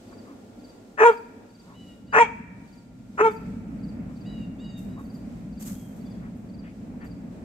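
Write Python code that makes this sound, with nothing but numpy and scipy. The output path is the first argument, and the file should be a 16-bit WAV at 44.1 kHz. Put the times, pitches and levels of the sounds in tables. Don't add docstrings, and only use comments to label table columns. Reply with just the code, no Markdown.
import sys
import numpy as np
from scipy import signal
from scipy.fft import rfft, irfft
from scipy.io import wavfile
from scipy.ndimage import uniform_filter1d

SR = 44100
rng = np.random.default_rng(int(sys.argv[2]) if len(sys.argv) > 2 else 0)


def wrap_up_sound(samples):
    columns = np.atleast_2d(samples).T
    tamed = np.clip(columns, -1, 1)
    steps = np.round(tamed * 32767).astype(np.int16)
    wavfile.write(sys.argv[1], SR, steps)


N = 328104
TIME_S = np.arange(N) / SR

# freq_hz, likeness [0-1]
LIKENESS = [(30, 0.9), (70, 0.92), (170, 0.98), (380, 0.85), (950, 0), (2400, 0), (6000, 0)]
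# freq_hz, relative_db_per_hz; then time_s, level_db
MURMUR_COLOUR = [(20, -28.5), (40, -7), (62, -15.5), (80, -15), (106, 0), (135, -18.5), (185, -3.5),
                 (255, 3.5), (330, -6), (480, -8.5), (760, -13.5), (1050, -22), (2500, -32.5),
                 (4000, -54.5)]
MURMUR_LEVEL = [(0, -46), (1.4, -49), (2.8, -56), (4, -48.5), (7.44, -48)]
# freq_hz, relative_db_per_hz; then time_s, level_db
HISS_COLOUR = [(500, -3.5), (2500, 0), (3500, 0), (6000, -2), (8100, -1), (9200, -10.5), (12700, -9),
               (13600, -18), (15500, -14.5)]
HISS_LEVEL = [(0, -62), (2.7, -67.5), (3.5, -66.5), (7.44, -66.5)]
# freq_hz, relative_db_per_hz; then time_s, level_db
RUMBLE_COLOUR = [(20, -31), (35, -12.5), (60, -3), (80, -10), (115, -1.5), (140, -8.5), (175, 3),
                 (215, 3.5), (275, -2), (380, -24.5), (600, -21), (1000, -34), (2500, -38), (4000, -62.5)]
RUMBLE_LEVEL = [(1.5, -59), (1.61, -52), (2.14, -42), (2.87, -45), (3.73, -35.5), (5.37, -37.5), (5.7, -38),
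                (6.73, -39), (7.44, -38)]

PHRASES = [.096, 0.605, 1.083, 1.509, 2.08, 2.691, 3.275, 3.798, 4.173, 4.607, 5.061, 5.538, 6.022, 6.502,
           7.023]
# after_first_s, top_pitch_hz, relative_db
NOTES = [(0, 4670, -12), (0.049, 4760, -5.5), (0.099, 4800, -4.5)]
# time_s, level_db
SONG_LEVEL = [(0, -50), (2.8, -55), (4.5, -51), (7.44, -53.5)]

# peak_s, length_s, resonance_hz, width_hz, level_db
HUFFS = [(0.13, 0.033, 1220, 129, -52.5), (0.297, .16, 1110, 130.4, -55), (1.711, 0.17, 1015, 153.5, -55),
         (4.11, .1, 1075, 127.5, -58), (4.992, .08, 1086, 70, -48), (6.251, .12, 1384, 294, -55),
         (6.668, .12, 2200, 780, -55), (7.035, .1, 1620, 350, -48.5)]

# in_rasp_hz, in_note_hz
BARKS = [(.972, 0.047, .067, .09, .13, .04, 473.2, -9.5, -17, 14.6, 9.2, 1728, 1440),
         (2.123, .043, .066, .089, .104, .028, 483, -17.5, -15.5, 23.5, 20.2, 1568, 2350),
         (3.173, .039, .04, .082, 0.11, .022, 459, -13.5, -21.5, 10.5, 6.1, 1357, 1398)]
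# freq_hz, gain_db
THROAT = [(450, -2), (900, -10), (1380, -15.5), (1820, -29.5), (2300, -23.5), (2750, -37), (3250, -34),
          (3700, -45), (4500, -54.5), (6000, -48), (8000, -49.5), (9500, -58.5), (15000, -59)]
# freq_hz, gain_db
RASP_COLOUR = [(100, -20), (250, -17), (430, -0.5), (620, 4.5), (800, 5.5), (1200, 7), (1750, 1.5),
               (2050, -4), (2550, 1), (3100, -21), (4500, -45), (6000, -20.5), (8000, -30), (9500, -49.5),
               (15000, -51)]
# freq_hz, left_lead_rad
PORT_PHASE = [(0, -0.5), (450, .45), (700, 1.5), (950, .7), (1200, 1.56), (1550, 2.4), (1800, 4.5),
              (2400, 4.5), (2900, 5.5), (4000, 7.5), (6000, 9), (8000, 7), (15000, 26.5)]
# freq_hz, left_minus_right_db
PORT_BALANCE = [(200, 1), (700, 0), (1300, 0), (1800, 6.5), (2400, 2.5), (4400, -0.5), (8000, 5.5),
                (15000, -4)]
# delay_s, left_db, right_db
ECHOES = [(0.0122, -18, -34), (0.027, -42, -32), (.098, -29, -39.5)]
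# freq_hz, level_db; then freq_hz, t60_s
NEAR_COLOUR = [(200, -31), (450, -21.5), (950, -17), (1500, -17), (2400, -3.5), (7000, -4), (15000, -5)]
NEAR_T60 = [(300, 0.75), (2400, 0.19), (12000, 0.093)]
# freq_hz, level_db; then freq_hz, t60_s
TREES_COLOUR = [(200, -35.5), (450, -31), (950, -29.5), (1400, -28.5), (1900, -20), (2400, -16),
                (3200, -21), (8000, -17.5)]
TREES_T60 = [(300, 1.8), (1000, 1.5), (2400, 1.08), (8000, 0.64)]
# time_s, gain_db
AIM = [(1.1, -5.5), (2.2, -1.5), (3.2, 2.5)]

# start_s, peak_db, t60_s
SWISHES = [(1.11, -61.5, 0.52), (3.295, -58, 0.43), (4.768, -57.5, 0.53), (4.98, -63, 0.77),
           (5.126, -62.5, 0.36), (5.59, -46, 1), (5.652, -43.5, 0.39), (5.952, -63, 0.32),
           (6.355, -69, .44), (7.035, -62, 0.2)]
# freq_hz, relative_db_per_hz
GRASS_COLOUR = [(500, -10), (1500, -8), (3500, -12.5), (5000, -11.5), (6500, -4), (8200, -3), (9500, -12),
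                (13000, -3.5), (15500, -19.5)]

# start_s, length_s, pitch_before_bend_hz, end_level_db, lift_above_third_partial_db
JAYS = [(1.72, 0.26, 993, -62.5, -4), (2.055, 0.24, 980, -66, 1), (4.235, 0.25, 980, -59, 4.5),
        (4.575, 0.25, 966, -58.5, 7.5), (4.87, .174, 975, -71, 11), (5.73, .21, 1105, -71.5, -12),
        (6.03, 0.17, 1166, -75, -2)]
# multiple, relative_db
JAY_PARTIALS = [(2, -13), (3, 0), (4, -9.5), (5, -19), (7, -26), (8, -23)]

OPEN_S, SHUT_S = .016, .028
OPEN_DIP_DB, SHUT_MOUTH_DB, SHUT_DULL_DB = 4.5, 18, 20
PITCH_RISE_S, PITCH_SCOOP = .036, .1
PITCH_SAG, SAG_S = .11, .018
PITCH_WOBBLE, WOBBLE_HZ = .011, 55
VOICE_RISE_DB_PER_S, RELEASE_DB_PER_S, RELEASE_S = 899.5, 896.5, .04
SURGE_DB, SURGE_S, RASP_RISE_POWER = 4.5, .006, 1.2
CLEAR_DB_PER_S, BREATH_DB, BREATH_FADE_DB_PER_S = 799.5, -16.5, 250
GLIDE_S = .017
SWISH_RISE_S = .018
EDGE_HZ = 15720


def gain_of(db):
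    return 10 ** (np.asarray(db) / 20)


def evened(x):
    return x / np.sqrt(np.mean(x ** 2) + 1e-20)


def read(points, hz):
    f_hz, value = np.transpose(points)
    return np.interp(np.log(hz + 1), np.log(f_hz + 1), value)


def level_at(points, time_s):
    return np.interp(time_s, *np.transpose(points))


def add(mix, start_s, sound):
    part = mix[max(round(start_s * SR), 0):][:len(sound)]
    part += sound[:len(part)]


def bins(x):
    return np.fft.rfftfreq(x.shape[-1], 1 / SR)


def coloured(x, points):
    return irfft(rfft(x) * gain_of(read(points, bins(x))), x.shape[-1])


def wander(size, hz):
    x = rng.standard_normal(size + SR // 4)
    return evened(irfft(rfft(x) / (1 + (bins(x) / hz) ** 4), len(x)))[:size]


def sine(hz):
    return np.sin(2 * np.pi * np.cumsum(hz) / SR)


def diffuse(points):
    a, b = rfft(rng.standard_normal((2, N)))
    same = np.clip(read(LIKENESS, bins(TIME_S)), 0, 1)
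    mid = a * np.sqrt(1 + same)
    side = b * np.sqrt(1 - same)
    return evened(coloured(irfft(np.array([mid + side, mid - side]), N), points))


def tail(x, colour, t60, build_s):
    noise = diffuse([(20, 0), (20000, 0)])[:, :2 * SR]
    hz, t, bands = signal.stft(noise, SR, nperseg=256)
    fade = gain_of(-60 * t / read(t60, hz)[:, None]) * (1 - np.exp(-(t / build_s) ** 2))
    fade /= np.sqrt((fade ** 2).sum(1, keepdims=True) * t[1] * SR)
    bands = bands * fade * gain_of(read(colour, hz))[:, None]
    response = signal.istft(bands, SR, nperseg=256)[1]
    return signal.fftconvolve(x[None], response, axes=1)[:, :N]


def background(whine_hz=1400, whine_db=-71):
    layers = ((MURMUR_COLOUR, MURMUR_LEVEL), (HISS_COLOUR, HISS_LEVEL), (RUMBLE_COLOUR, RUMBLE_LEVEL))
    beds = np.zeros((2, N))
    for colour, level in layers:
        level_db = level_at(level, TIME_S) + 1.5 * wander(N, 4.1)
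        beds += diffuse(colour) * gain_of(level_db)
    whine = sine(whine_hz + 14 * wander(N, 34)) * gain_of(whine_db + .93 * wander(N, 6.9))
    return beds + whine * np.interp(TIME_S, [5.3, 6.3], [1, .3])


def small_bird(note_s=.036, fall_hz=600):
    out = np.zeros(N)
    u = np.linspace(0, 1, round(note_s * SR))
    for phrase_s in PHRASES:
        song_db = level_at(SONG_LEVEL, phrase_s)
        for after_s, top_hz, note_db in NOTES:
            hz = top_hz * (1 + .012 * wander(len(u), 300)) - fall_hz * ((u - .25) / .75) ** 2
            level_db = song_db + note_db + rng.standard_normal()
            swell = np.sin(np.pi * u) ** 2 * gain_of(level_db)
            add(out, phrase_s + after_s - .59 * note_s, swell * sine(hz))
    return out


def huffs():
    out = np.zeros(N)
    for peak_s, length_s, hz, width_hz, level_db in HUFFS:
        air = rng.standard_normal(round(length_s * SR))
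        f_hz = bins(air)
        mouth = 1 / np.hypot(1, (f_hz - hz) / width_hz) / (1 + (f_hz / 2900) ** 6)
        puff = evened(irfft(rfft(air) * mouth, len(air))) * np.hanning(len(air))
        add(out, peak_s - length_s / 2, gain_of(level_db) * puff)
    return out


def gesture(t, full_s, clear_s, widest_s, stop_s, swell_s,
            top_hz, voice_db, rasp_db, mouth_db, bright_db, rasp_hz, note_hz):
    late_s = t - widest_s
    over_s = np.maximum(t - stop_s, 0)
    opening = np.exp(-(late_s / np.where(late_s < 0, OPEN_S, SHUT_S)) ** 2)
    shut = 1 - opening

    scoop = PITCH_SCOOP * (1 - np.exp(-(np.minimum(late_s, 0) / PITCH_RISE_S) ** 2))
    sag = PITCH_SAG * (1 + np.tanh((t - stop_s) / SAG_S)) / 2
    pitch_hz = top_hz * (1 - scoop - sag)

    onset = VOICE_RISE_DB_PER_S * np.maximum(full_s - t, 0)
    voice = voice_db - onset - OPEN_DIP_DB * opening - RELEASE_DB_PER_S * over_s

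    swell = RASP_RISE_POWER * 20 * np.log10(np.minimum((t + 1 / SR) / swell_s, 1))
    surge = SURGE_DB * np.exp(-((t - clear_s) / SURGE_S) ** 2)
    clearing = np.maximum(-CLEAR_DB_PER_S * np.maximum(t - clear_s, 0), BREATH_DB)
    rasp = rasp_db + swell + surge + clearing - BREATH_FADE_DB_PER_S * over_s

    ring_hz = rasp_hz + (note_hz - rasp_hz) * (1 + np.tanh((t - clear_s) / GLIDE_S)) / 2
    mouth = mouth_db - SHUT_MOUTH_DB * shut
    bright = bright_db - SHUT_DULL_DB * shut
    return pitch_hz, voice, mouth, bright, rasp, ring_hz


def resonate(x, hz, width_hz):
    turn = np.exp(2j * np.pi * np.cumsum(hz) / SR)
    r = np.exp(-np.pi * width_hz / SR)
    return 2 * (turn * signal.lfilter([1 - r], [1, -r], x / turn)).real


def bark(full_s, clear_s, widest_s, stop_s, *tone,
         mouth_hz=920, mouth_width_hz=270, ring_width_hz=170, ring=3, ring_db=9):
    t = np.arange(0, stop_s + RELEASE_S, 1 / SR)
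    pitch_hz, voice_db, mouth_db, bright_db, rasp_db, ring_hz = gesture(
        t, full_s, clear_s, widest_s, stop_s, *tone)

    chaos = 1 / (1 + gain_of(voice_db + mouth_db / 2 - rasp_db) ** 2)
    jitter = (.006 + .03 * chaos) * wander(len(t), 260)
    shimmer = 1 + .3 * chaos * wander(len(t), 200)
    wobble = PITCH_WOBBLE * wander(len(t), WOBBLE_HZ)
    turns = np.cumsum(pitch_hz * (1 + jitter + wobble)) / SR

    k = np.arange(1, 33)[:, None]
    hz = k * pitch_hz
    mouth = mouth_db * np.exp(-((hz - mouth_hz) / mouth_width_hz) ** 2)
    ringing = ring_db / (1 + ((hz - ring_hz) / ring_width_hz) ** 2)
    pressed = bright_db * np.interp(hz, [1000, 1900, 2500, 3400, 6000, 8000, 11000],
                                    [.034, 1, .8, .72, 1, 1, .45])
    drifts = np.array([wander(len(t), 50) for _ in k])
    flutter = 3 * np.clip((hz - 1400) / 1500, 0, 1) * drifts
    levels_db = read(THROAT, hz) + mouth + ringing + pressed + flutter
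    partials = gain_of(levels_db) * np.cos(2 * np.pi * (k * turns + rng.random(k.shape)))
    voice = np.sqrt(2) * partials.sum(0) * shimmer

    puffs = (.86 + np.exp(-(turns % 1) / .13)) * rng.standard_normal(len(t))
    rasp = coloured(puffs, RASP_COLOUR)
    rasp = rasp + ring * resonate(rasp, ring_hz, ring_width_hz)
    rasp /= np.sqrt(uniform_filter1d(rasp ** 2, size=500))
    mixed = gain_of(voice_db) * voice + gain_of(rasp_db) * rasp
    return mixed * signal.windows.tukey(len(t), .04)


def dog():
    out = np.zeros(N)
    for start_s, *shape in BARKS:
        add(out, start_s, bark(*shape))
    return out


def ports(x):
    hz = bins(x)
    half = np.exp(.5j * read(PORT_PHASE, hz)) * gain_of(read(PORT_BALANCE, hz) / 2)
    return irfft(rfft(x) * np.array([half, 1 / half]), N)


def yard(x):
    slaps = np.zeros((2, N))
    for delay_s, left_db, right_db in ECHOES:
        delayed = np.pad(x, (round(delay_s * SR), 0))[:N]
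        slaps += gain_of([[left_db], [right_db]]) * delayed
    near = tail(x, NEAR_COLOUR, NEAR_T60, build_s=.0042)
    aimed = x * gain_of(level_at(AIM, TIME_S))
    trees = tail(aimed, TREES_COLOUR, TREES_T60, build_s=.037)
    return ports(x) + slaps + near + trees


def swishes():
    power = np.zeros(N)
    for start_s, peak_db, t60_s in SWISHES:
        age_s = np.maximum(TIME_S - start_s, 0)
        fade_db = -60 * np.maximum(age_s - SWISH_RISE_S, 0) / t60_s
        rise = np.minimum(age_s / SWISH_RISE_S, 1)
        power += gain_of(peak_db + fade_db) ** 2 * rise ** 2
    grains = gain_of(2.5 * wander(N, 500))
    return np.sqrt(power) * evened(diffuse(GRASS_COLOUR) * grains)


def jay(sag=.063, scoop=.46, fade_db=-4):
    out = np.zeros(N)
    for start_s, length_s, pitch_hz, end_db, lift_db in JAYS:
        u = np.linspace(0, 1, round(length_s * SR))
        bend = 1 - scoop * np.exp(-u / .045) - sag * u ** 1.7
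        hz = pitch_hz * (bend + .011 * wander(len(u), 250))
        cry = np.zeros(len(u))
        for k, partial_db in JAY_PARTIALS:
            drift_db = 3 * wander(len(u), 15)
            cry += gain_of(partial_db + drift_db + lift_db * (k > 3)) * sine(k * hz)
        envelope = gain_of(end_db + fade_db * (u - 1)) * signal.windows.tukey(len(u), .3)
        add(out, start_s, envelope * evened(cry))
    return out


def birds(wet_db=-7):
    calls = small_bird() + jay()
    return calls + tail(calls, [(2000, wet_db), (8000, wet_db)], [(3000, .44), (8000, .4)], build_s=.035)


def scene():
    return background() + birds() + yard(huffs() + dog()) + swishes()


def record(dry):
    lowpass = signal.firwin(511, EDGE_HZ, window=("kaiser", 9), fs=SR)
    return signal.oaconvolve(dry, lowpass[None], "same")


dry = scene()
out = record(dry)
wrap_up_sound(out)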